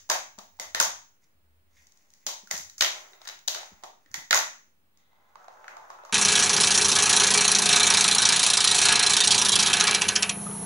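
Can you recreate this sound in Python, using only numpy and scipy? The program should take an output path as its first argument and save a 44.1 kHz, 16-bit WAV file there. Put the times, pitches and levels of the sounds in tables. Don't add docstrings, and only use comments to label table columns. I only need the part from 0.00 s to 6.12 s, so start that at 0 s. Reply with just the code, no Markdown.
import sys
import numpy as np
from scipy import signal
from scipy.fft import rfft, irfft
from scipy.io import wavfile
from scipy.ndimage import uniform_filter1d

SR = 44100
rng = np.random.default_rng(int(sys.argv[2]) if len(sys.argv) > 2 else 0)


def magnitude_from_level(level_db):
    exponent = np.asarray(level_db, float) / 20
    return 10 ** exponent


def output_pcm(signal):
    pcm = np.clip(np.atleast_2d(signal).T, -1, 1) * 32767
    wavfile.write(sys.argv[1], SR, np.round(pcm).astype(np.int16))


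N = 270099
LEAD = SR // 5
BINS = abs(np.fft.fftfreq(4096, 1 / SR))

HEAVY_HZ, LIGHT_HZ, WHEEL_HZ = 170, 340, 480
RING = 9.5
FACING_DB = 4

# (time [s], tick [dB], floor ring [dB], board ring [dB], loudest ring [Hz])
LANDINGS = [
    (-0.11, -23.5, -27, -15.5, 410),
    (0.0992, -12.5, -12, -14, 1620),
    (0.7477, -18.5, -5, -5, 1830),
    (2.5105, -21, -11.5, -9.5, 2020),
    (0.3868, -34, -8.5, -11.5, 740),
    (0.5982, -23, -8.5, -12.5, 2000),
    (2.7809, -28, -39, -25, 1420),
    (2.809, -10.5, -19.5, -7, 2934),
    (3.8362, -35.5, 0, -8, 753),
    (4.3088, -13.5, -10.5, -4.5, 1890),
]


def landings():
    return [(s, tick_db, floor, board, board - 2.5, hz, RING, HEAVY_HZ, 0)
            for s, tick_db, floor, board, hz in LANDINGS]


# (time [s], tick [dB], floor ring [dB], board ring [dB], loudest ring [Hz])
BOUNCES = [(0.1023, -27.5, 4, 0.5, 1110), (0.1103, -34.5, 7.5, 7, 730), (0.8033, -16, -5, -3.5, 1390),
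           (0.8122, -14.5, -6.5, -14, 1020), (0.8268, -34.5, -21.5, -10.5, 926),
           (2.2877, -37.5, -0.5, -4, 994), (2.5665, -29.5, -41, -17, 2410), (2.8207, -17, -5.5, -4.5, 3100),
           (2.5127, -17.5, -15.5, -16, 1860), (3.2775, -28.5, -19, -14.5, 3920),
           (3.2915, -68, -13, -9, 880), (3.2872, -41.5, -5, -1, 4000), (2.5774, -24, -40, -34, 2440),
           (3.5602, -37, -1, 3, 693), (4.3282, -17, -3, 0, 1385), (4.3448, -8.5, -15.5, -13.5, 1940),
           (4.356, -15.5, -7, -9.5, 1070)]


def bounces():
    return [(s, tick_db, floor, board, board - 9.5, hz, RING, LIGHT_HZ, 0)
            for s, tick_db, floor, board, hz in BOUNCES]


# (time [s], tick [dB], floor ring [dB], truck ring [dB], loudest ring [Hz])
CLACKS = [
    (0.1239, -28, -11, -13, 916),
    (2.2662, -17, -19.5, -13, 606),
    (2.2714, -25.5, -20, -7.5, 835),
    (3.2735, -36.5, -2.5, -1, 1770),
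    (3.4778, -16, -38, -16, 3950),
    (3.4795, -25, -8.5, -16, 2070),
    (3.4822, -23.5, -16, -4.5, 624),
    (0.8003, -6, -22, -15, 845),
    (3.5485, -28, -5.5, -4.5, 1520),
]


def clacks():
    return [(s, tick_db, floor, truck - 6, truck, hz, RING, HEAVY_HZ, 0)
            for s, tick_db, floor, truck, hz in CLACKS]


# (time [s], tick [dB], floor ring [dB], deck ring [dB], its mode [Hz])
POPS = [
    (4.0606, -62, -7, -0.5, 1823),
    (4.142, -21.5, -25.5, -13, 1956),
]


def pops():
    return [(s, tick_db, floor, deck, deck - 3.5, hz, 38, WHEEL_HZ, 0)
            for s, tick_db, floor, deck, hz in POPS]


def touched(s, tick_db, ring_db, ring_hz, truck_db, cut_hz, facing_db):
    on_deck = ring_hz > 1260
    neighbour_db = -10
    floor_db = ring_db + neighbour_db * on_deck
    deck_db = ring_db + neighbour_db * (not on_deck)
    return s, tick_db, floor_db, deck_db, ring_db + truck_db, ring_hz, RING, cut_hz, facing_db


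# (time [s], tick [dB], ring of the part
# sounding [dB], its mode [Hz])
TOUCHES = [(0.092, -41, -4.5, 902), (.380, -55.5, 3, 912), (0.5663, -73.5, 0, 862), (0.59, -62, 10.5, 901),
           (2.473, -41.5, -10, 1445), (2.506, -41, -7, 1567), (2.792, -40.5, -11.5, 2094),
           (3.133, -60.5, 12.5, 3770), (3.256, -56.5, 12.5, 1506), (4.1422, -53, 13, 892),
           (3.827, -58.5, 7, 900), (3.937, -73.5, -0.5, 793), (4.115, -44.5, -15, 1588),
           (4.135, -57.5, -0.5, 2000), (4.306, -70.5, 10.5, 1480)]


def touches():
    return [touched(*row, -9.5, LIGHT_HZ, 0) for row in TOUCHES]


# (time [s], tick [dB])
CLICKS = [
    (1.8694, -50.5),
    (1.921, -54),
    (1.9732, -55.5),
    (2.1033, -54.5),
    (2.137, -49),
    (2.585, -35),
    (2.6987, -45),
    (3.3903, -49),
    (4.973, -57.5),
]
# (floor [dB], deck [dB], truck [dB], loudest ring [Hz])
CLICK_RINGS = (-28, -39, -16.5, 1997.5)


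def clicks():
    return [(s, tick_db, *CLICK_RINGS, RING, WHEEL_HZ, FACING_DB) for s, tick_db in CLICKS]


# (time [s], tick [dB], ring of the part knocked [dB], its mode [Hz])
SEAMS = [(5.1304, -78.5, 13, 856), (5.3559, -57, 13, 1190), (5.4074, -72, 9, 624), (5.4436, -58.5, 3, 1240),
         (5.482, -57, 14, 760), (5.6432, -60, 11.5, 1330), (5.6808, -45.5, 6.5, 1430),
         (5.7054, -73, 14, 1300), (5.7685, -50.5, 9, 800), (5.9022, -48.5, 9, 1210),
         (5.915, -59, -22, 1140), (6.0364, -66, 18.5, 577), (6.0505, -46.5, 2.5, 1240),
         (6.0948, -59, 15.5, 1060)]


def seams():
    return [touched(*row, -18, WHEEL_HZ, FACING_DB) for row in SEAMS]


# (time [s], tick [dB], ring of the main part [dB], its #
# mode [Hz], trucks against it [dB])
SNAPS = [(0.8254, -24, -13, 6460, 1), (0.834, -25, -12, 5640, -2.5), (0.8445, -31.5, -7, 1500, -6),
         (0.8525, -29.5, -21, 6500, 0), (2.8083, -37, 1, 2400, 13), (2.811, -27.5, -2, 2930, 2.5),
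         (2.8224, -25, -2, 1990, 0.5), (2.834, -28.5, -6, 5900, 6), (2.846, -32, -3.5, 3200, 6.5),
         (2.6978, -42, -14, 3930, -4.5), (3.2165, -61.5, 9.5, 720, 0), (3.2524, -49, -5.5, 5070, -2),
         (3.4826, -22, -12.5, 4560, 5), (3.5464, -33, -8, 4300, -3.5), (3.6314, -47.5, 1, 780, -3),
         (4.1431, -41, 0, 3440, -1), (4.1525, -41, -15.5, 6700, -1), (4.157, -39, -11.5, 5940, 0),
         (4.3098, -25, -3, 3900, -2), (4.3405, -22.5, -4.5, 890, -7.5), (4.3675, -25, -15, 6530, 1.5),
         (4.3751, -25, -5.5, 6800, 1.5), (4.389, -25.5, -10, 5900, -3), (2.8208, -23.5, -5, 6150, -7),
         (2.8262, -24.5, -7.5, 2660, 0), (2.862, -27.5, -3, 2840, -6), (4.3285, -21, 3, 1490, -8),
         (4.331, -30, 4.5, 1400, -8.5), (2.553, -37.5, -14.5, 2130, 10.5), (2.595, -42.5, -14.5, 2200, 7),
         (2.609, -42.5, -19.5, 3540, 5), (3.288, -38.5, 1, 4900, -4.5), (3.297, -46.5, 6, 3900, -9),
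         (0.1005, -21.5, -15.5, 5000, 2.5), (0.1157, -26, -1, 6000, -6), (0.569, -62, -18, 8000, -2),
         (4.1445, -47, 7, 1970, -11), (4.146, -54.5, 7, 900, -13.5), (3.842, -50.5, 6, 1130, -9),
         (0.392, -48.5, 1.5, 1190, -6.5)]


def snaps():
    return [touched(*row, WHEEL_HZ, FACING_DB) for row in SNAPS]


def evened(x):
    return x / np.sqrt(np.mean(x ** 2) + 1e-20)


def read(points, hz):
    f, value = np.transpose(points)
    return np.interp(np.log(hz + 1), np.log(f + 1), value)


def causal(power, cut_hz):
    radiated = power * BINS ** 4 / (BINS ** 4 + cut_hz ** 4)
    log_gain = np.log(radiated + 1e-9 * power.max()) / 2
    return np.fft.ifft(np.exp(np.conj(signal.hilbert(log_gain)))).real[:1600]


def rings(modes, detune=0.94):
    power = sum(magnitude_from_level(2 * db) / (1 + (2 * (BINS - hz * d) / width) ** 2) ** 1.25
                for (hz, width, db), d in zip(modes, detune * np.ones(len(modes))))
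    return power / power.mean()


# (frequency [Hz], level [dB])
TICK = [(3000, -47.5), (4500, 1), (5300, 1.5), (6300, 8), (7000, 4.5), (8000, -8.5), (11000, -12),
        (14000, -11.5), (15000, -15), (15600, -6)]


def tick():
    power = magnitude_from_level(2 * read(TICK, BINS)) * np.clip(BINS / 3000, 0, 1) ** 4
    return power / power.mean()


# (frequency [Hz], width [Hz], level [dB])
FLOOR = [(190, 90, -25), (340, 61, -21), (704, 110, -8), (710, 420, -0.5), (903, 76, 5), (1110, 220, 2)]
DECK = [(1430, 330, 2), (1783, 440, 2.5), (2067, 400, 1.5), (2520, 430, -2.5)]
TRUCK = [(3130, 340, -6), (3840, 660, 0), (5060, 1100, -5)]


def blow(tick_db, floor_db, deck_db, truck_db, ring_hz, ring, cut_hz, facing_db, pan_db, chance):
    t = np.arange(256) / SR
    shared, left, right = chance[:768].reshape(3, 256) * (t / .0014) ** 2 * np.exp(-t / 0.00081)
    z = rfft([shared + 1.8 * left, shared + 0.94 * right])
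    cluster = irfft(z / abs(z) ** .7)
    cluster = cluster * np.clip(t / 0.00088, 0, 1) ** 2 * np.exp(-(t / 0.0071) ** 2)
    cluster = cluster / np.linalg.norm(cluster, axis=1, keepdims=True)
    cluster = cluster * magnitude_from_level(np.array([[.5], [-.5]]) * pan_db)
    cluster[1] = np.roll(cluster[1], 5)
    power = magnitude_from_level(2 * 14.74) * tick()
    detunes = 1 + 0.029 * chance[768:].reshape(3, 6)
    levels_db = floor_db + 13.5, deck_db + 15.5, truck_db + 22
    for modes, db, detune in zip((FLOOR, DECK, TRUCK), levels_db, detunes):
        power = power + magnitude_from_level(2 * db) * rings(modes, detune[:len(modes)])
    peak = ring / (1 + (2 * (BINS - ring_hz) / 380) ** 2) ** 2
    near = causal(power * (1 + 1.4 * peak), cut_hz)
    far = causal(power * (1 + .45 * peak), cut_hz)
    sound = np.array([np.convolve(c, near) for c in cluster] + [np.pad(far, (40, 215))])
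    return magnitude_from_level(tick_db) * sound * magnitude_from_level(facing_db * np.array([[1], [1], [0]]))


# (frequency [Hz], width [Hz], level [dB])
JOISTS = [(539.5, 200, -9.5)]


def roll(rows, whir_width_hz):
    s, *columns = np.transpose(rows)
    t = np.arange(s[0], s[-1], 1 / SR)
    rumble = rings(JOISTS + FLOOR[2:] + DECK[:1])
    whir = rings([(2200, whir_width_hz, 7), (3900, 570, -0.5)])
    scrape = tick()
    out = 0
    for level_db, power in zip(columns, (rumble, whir, scrape)):
        hits = rng.standard_normal(len(t)) * (rng.random(len(t)) < 2500 / SR)
        bumps = hits * magnitude_from_level(3.8 * np.minimum(rng.exponential(1, len(t)), 3))
        smooth = uniform_filter1d(uniform_filter1d(bumps, size=500), size=500)
        throb_db = 2.1 * evened(smooth)
        gain = magnitude_from_level(np.interp(t, s, level_db) + throb_db - 6.5)
        out = out + gain * evened(np.convolve(bumps, causal(power, 500))[:len(t)])
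    return s[0], out * signal.windows.tukey(len(t), .16) * magnitude_from_level([[-1], [1.2], [0]])


def driven(curve, mix):
    middle_db = -72
    return [(s, *(db + share * (level - middle_db) for db, share in mix)) for s, level in curve]


# (time [s], pressure [dB])
SLIDE = [
    (1.66, -92),
    (1.72, -73),
    (1.79, -59),
    (1.86, -68.5),
    (2.06, -74.5),
    (2.13, -70.5),
    (2.2, -73.5),
    (2.26, -55),
]
# (level at middle pressure [dB], share of pressure followed [0-1])
SLIDE_MIX = [(-82, 0.2), (-76.5, 0.95), (-71, 1)]


def slide():
    return roll(driven(SLIDE, SLIDE_MIX), 520)


# (time [s], speed [dB])
RIDE = [
    (4.9, -91),
    (4.99, -80.5),
    (5.154, -71),
    (5.312, -64.5),
    (5.408, -50.5),
    (5.524, -53.5),
    (5.706, -45),
    (5.854, -51),
    (6.12, -55),
]
# (level at middle speed [dB], share of speed followed [0-1])
RIDE_MIX = [(-71.5, 0.8), (-75.5, 0.0091), (-86, 0.77)]


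def ride():
    return roll(driven(RIDE, RIDE_MIX), 110)


# (start [s], length [s], rumble [dB], scrape [dB], change by the end [dB])
RUNOUTS = [
    (0.46, 0.15, -92, -83, 14.5),
    (2.529, 0.24, -80, -70, -9),
    (2.897, 0.28, -44.5, -44, -22),
    (3.199, 0.3, -50.5, -48, -38.5),
    (3.55, 0.4, -48.5, -46, -35),
    (3.995, 0.13, -77.5, -74.5, 2),
    (1.211, 0.042, -99, -73.5, 9),
]


def runouts():
    out = []
    for s, length, rumble, scrape, fade in RUNOUTS:
        rows = [(s + u * length, rumble + u * fade, scrape - 5 + u * fade, scrape + u * fade) for u in (0, 1)]
        out.append(roll(rows, 520))
    return out


def push(db, hz, t60):
    t = np.arange(SR // 3) / SR
    turns = hz * (t + .002 * (1 - np.exp(-t / .006)))
    wave = np.sin(2 * np.pi * turns) + 0.5 * np.sin(2 * np.pi * 1.9 * turns)
    return magnitude_from_level(db - 60 * t / t60) * (1 - np.exp(-t / 0.0044)) * wave


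# (time [s], level [dB], pitch [Hz])
THUMPS = [(0.382, -38.5, 190), (0.603, -48.5, 196), (0.806, -37.5, 134), (0.823, -42, 73), (0.87, -45, 170),
          (2.271, -44.5, 186), (2.432, -46.5, 190), (2.508, -50, 190), (2.537, -37.5, 170),
          (2.555, -48.5, 72), (2.596, -43.5, 137), (2.62, -60, 74), (2.655, -62.5, 80),
          (2.816, -40.5, 80.5), (3.717, -43, 190), (3.731, -44, 65), (3.837, -55.5, 170),
          (4.059, -55.5, 250), (4.11, -47, 98), (4.149, -46.5, 256), (4.177, -40, 148), (4.215, -51, 233),
          (4.356, -44, 65.4)]


def thumps():
    return [(s, push(db, hz, 0.043) * magnitude_from_level([[1.5], [-1.5], [-7]])) for s, db, hz in THUMPS]


# (time [s], level [dB])
BOOMS = [
    (2.849, -40),
    (3.029, -53),
    (3.117, -49.5),
    (3.303, -53),
    (3.588, -52),
    (3.887, -54),
]


def booms():
    return [(s, push(db, 360, .09) * magnitude_from_level([[-6], [-7], [-3]])) for s, db in BOOMS]


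# (frequency [Hz], correlation [-1 to 1])
SAME = [(60, -0.1), (300, 0.3), (640, 0.16), (1400, -0.34), (15000, 0.068)]


def diffuse(gain):
    a, b, c, d = rng.standard_normal(gain.shape[::-1] + (4,)).T
    same = np.clip(read(SAME, np.fft.rfftfreq(512, 1 / SR)), -1, 1)[:, None]
    left = a + 1j * b
    right = same * left + np.sqrt(1 - same ** 2) * (c + 1j * d)
    return signal.istft(np.array([left, right]) * gain, nperseg=512, noverlap=384)[1]


# (frequency [Hz], T60 [s])
ROOM = [(150, 0.79), (400, 0.27), (1000, 0.35), (2500, 0.39), (4500, 0.34), (6300, 0.39), (8000, 0.34),
        (15000, 0.23)]
# (frequency [Hz], level [dB])
ECHO = [(200, -10.5), (600, 5), (1200, 0), (2500, 0), (5000, -4), (9000, -4), (15000, 2.5)]
# (frequency [Hz], level [dB])
STANDING = [(366, -9), (533, -10.5), (624, -4.5), (737, -9.5), (797, -12), (893, -23), (1076, -20.5),
            (1415, -21.5)]


def room(x):
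    hz, t = np.fft.rfftfreq(512, 1 / SR)[:, None], np.arange(260) * 128 / SR
    tail = diffuse(magnitude_from_level(read(ECHO, hz) - 60 * t / read(ROOM, hz)))
    u = np.arange(tail.shape[1]) / SR
    sparse = np.where(rng.random(tail.shape[1]) < .1 + u / .05, 1, .35)
    tail = tail * sparse * np.clip((u - .004) / 0.00024, 0, 1)
    tail = tail / np.linalg.norm(tail[0])
    for (f, db), phase in zip(STANDING, 2 * np.pi * rng.random((len(STANDING), 2))):
        wave = np.sin(2 * np.pi * f * u + phase[0] + np.array([[0], [.15]]) * phase[1])
        tail = tail + magnitude_from_level(db - 44.5 - 60 * u / 0.35) * (1 - np.exp(-u / 0.0043)) * wave
    return signal.fftconvolve(x[None], magnitude_from_level(1.0) * tail, axes=1)[:, :len(x)]


# (start [s], length [s], level [dB])
SWELLS = [
    (-.2, 0.28, -63.5),
    (0.11, 0.71, -78.5),
    (.62, .47, -68),
    (1.32, 0.56, -73),
    (2.26, 0.11, -82),
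    (2.494, 0.22, -63.5),
    (2.76, .16, -65.5),
    (4.047, 0.23, -70),
    (4.297, 0.16, -60),
    (4.78, 0.12, -73),
]


def rumble():
    t = np.arange(N) / SR
    band = signal.butter(2, [79 - 6, 79 + 6], "bandpass", fs=SR, output="sos")
    common, left, right = signal.sosfilt(band, rng.standard_normal((3, N)))
    gain = magnitude_from_level(-85)
    for s, length, db in SWELLS:
        edge = np.clip(np.minimum(t - s, s + length - t) / 0.067, 0, 1)
        gain = gain + magnitude_from_level(db) * edge ** 2
    return evened(common + 0.66 * np.array([left, right])) * gain * magnitude_from_level([[2], [-1]])


# (frequency [Hz], density [dB per Hz])
HISS = [(65, -28), (110, -7.5), (260, -16), (450, -19), (1200, -21.5), (2400, -24.5), (3500, -28),
        (6000, -34), (10400, -33.5), (13000, -31.5), (15000, -31), (15700, -28)]


def hiss():
    hz = np.fft.rfftfreq(512, 1 / SR)[:, None]
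    noise = diffuse(magnitude_from_level(read(HISS, hz)) * np.ones(N // 128 + 5))[:, :N]
    return magnitude_from_level(-71.5) * evened(noise)


# (time [s], level [dB])
WHINE = [(0, -68), (.2, -64), (1.05, -65), (1.22, -77), (2.15, -75), (2.3, -64), (3.6, -64), (3.8, -68),
         (4.0, -75), (4.2, -64), (4.55, -64), (4.72, -76), (6.12, -74)]


def whine():
    t = np.arange(N) / SR
    tone = np.sqrt(2) * np.sin(2 * np.pi * 15600 * t)
    return tone * magnitude_from_level(np.interp(t, *np.transpose(WHINE)) + [[-18], [0]])


def deep_noise():
    drift = signal.lfilter([1], [1, -.996], rng.standard_normal((2, N)))
    return magnitude_from_level(-88.5) * evened(drift)


def add(mix, s, sound):
    part = mix[..., LEAD + round(s * SR):][..., :sound.shape[-1]]
    part += sound[..., :part.shape[-1]]


# (time [s], left-right [dB], echo share [dB])
PLACE = [(0, 0, 2.5), (0.118, -2.5, 2.5), (.4, 3, 0), (0.599, -4, 2), (.75, 0, 0), (1.2, 0, -3),
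         (2.1, -1, 2), (2.498, -5.5, 1), (2.8, -3, 1), (3.27, 3, 0), (3.602, -0.5, 0.5), (4.2, -5.5, 0.5),
         (4.9, 1, 4.5), (5.3, -2.5, 1), (6.12, -2.5, 5.5)]


def scene():
    spots = np.zeros((4, 3, LEAD + N))
    s_place, pan_db, echo_db = np.transpose(PLACE)
    blows = landings() + bounces() + clacks() + pops() + touches() + clicks() + seams() + snaps()
    patterns = rng.standard_normal((76, 786))
    for k, (s, *row) in enumerate(blows):
        sound = blow(*row, np.interp(s, s_place, pan_db), patterns[k % len(patterns)])
        add(spots[k % 4], s - .001, sound)
    for s, sound in [slide(), ride()] + runouts():
        add(spots[0], s, sound)
    for s, sound in thumps():
        add(spots[1], s, sound)
    for s, sound in booms():
        add(spots[2], s, sound)
    wet = magnitude_from_level(np.interp((np.arange(LEAD + N) - LEAD) / SR, s_place, echo_db))
    heard = sum(x[:2] + room(wet * x[2]) for x in spots)[:, LEAD:]
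    return heard + hiss() + rumble() + whine() + deep_noise()


def band_limit(x):
    return signal.sosfilt(signal.butter(12, 17000, fs=SR, output="sos"), x)


# (frequency [Hz], left-right [dB])
LEAN = [(60, -6), (130, 3), (290, 0.5), (640, 1), (1410, -0.5), (3100, 0), (6820, 3.5), (15000, 2)]


def record(dry):
    hz = np.fft.rfftfreq(N, 1 / SR)
    edge_db = -46 * np.clip((hz - 15690) / 140, 0, 1)
    lean = magnitude_from_level(np.array([[.5], [-.5]]) * read(LEAN, hz) + edge_db)
    return band_limit(irfft(rfft(dry) * lean, N) - .0005)


dry = scene()
out = record(dry)
output_pcm(out)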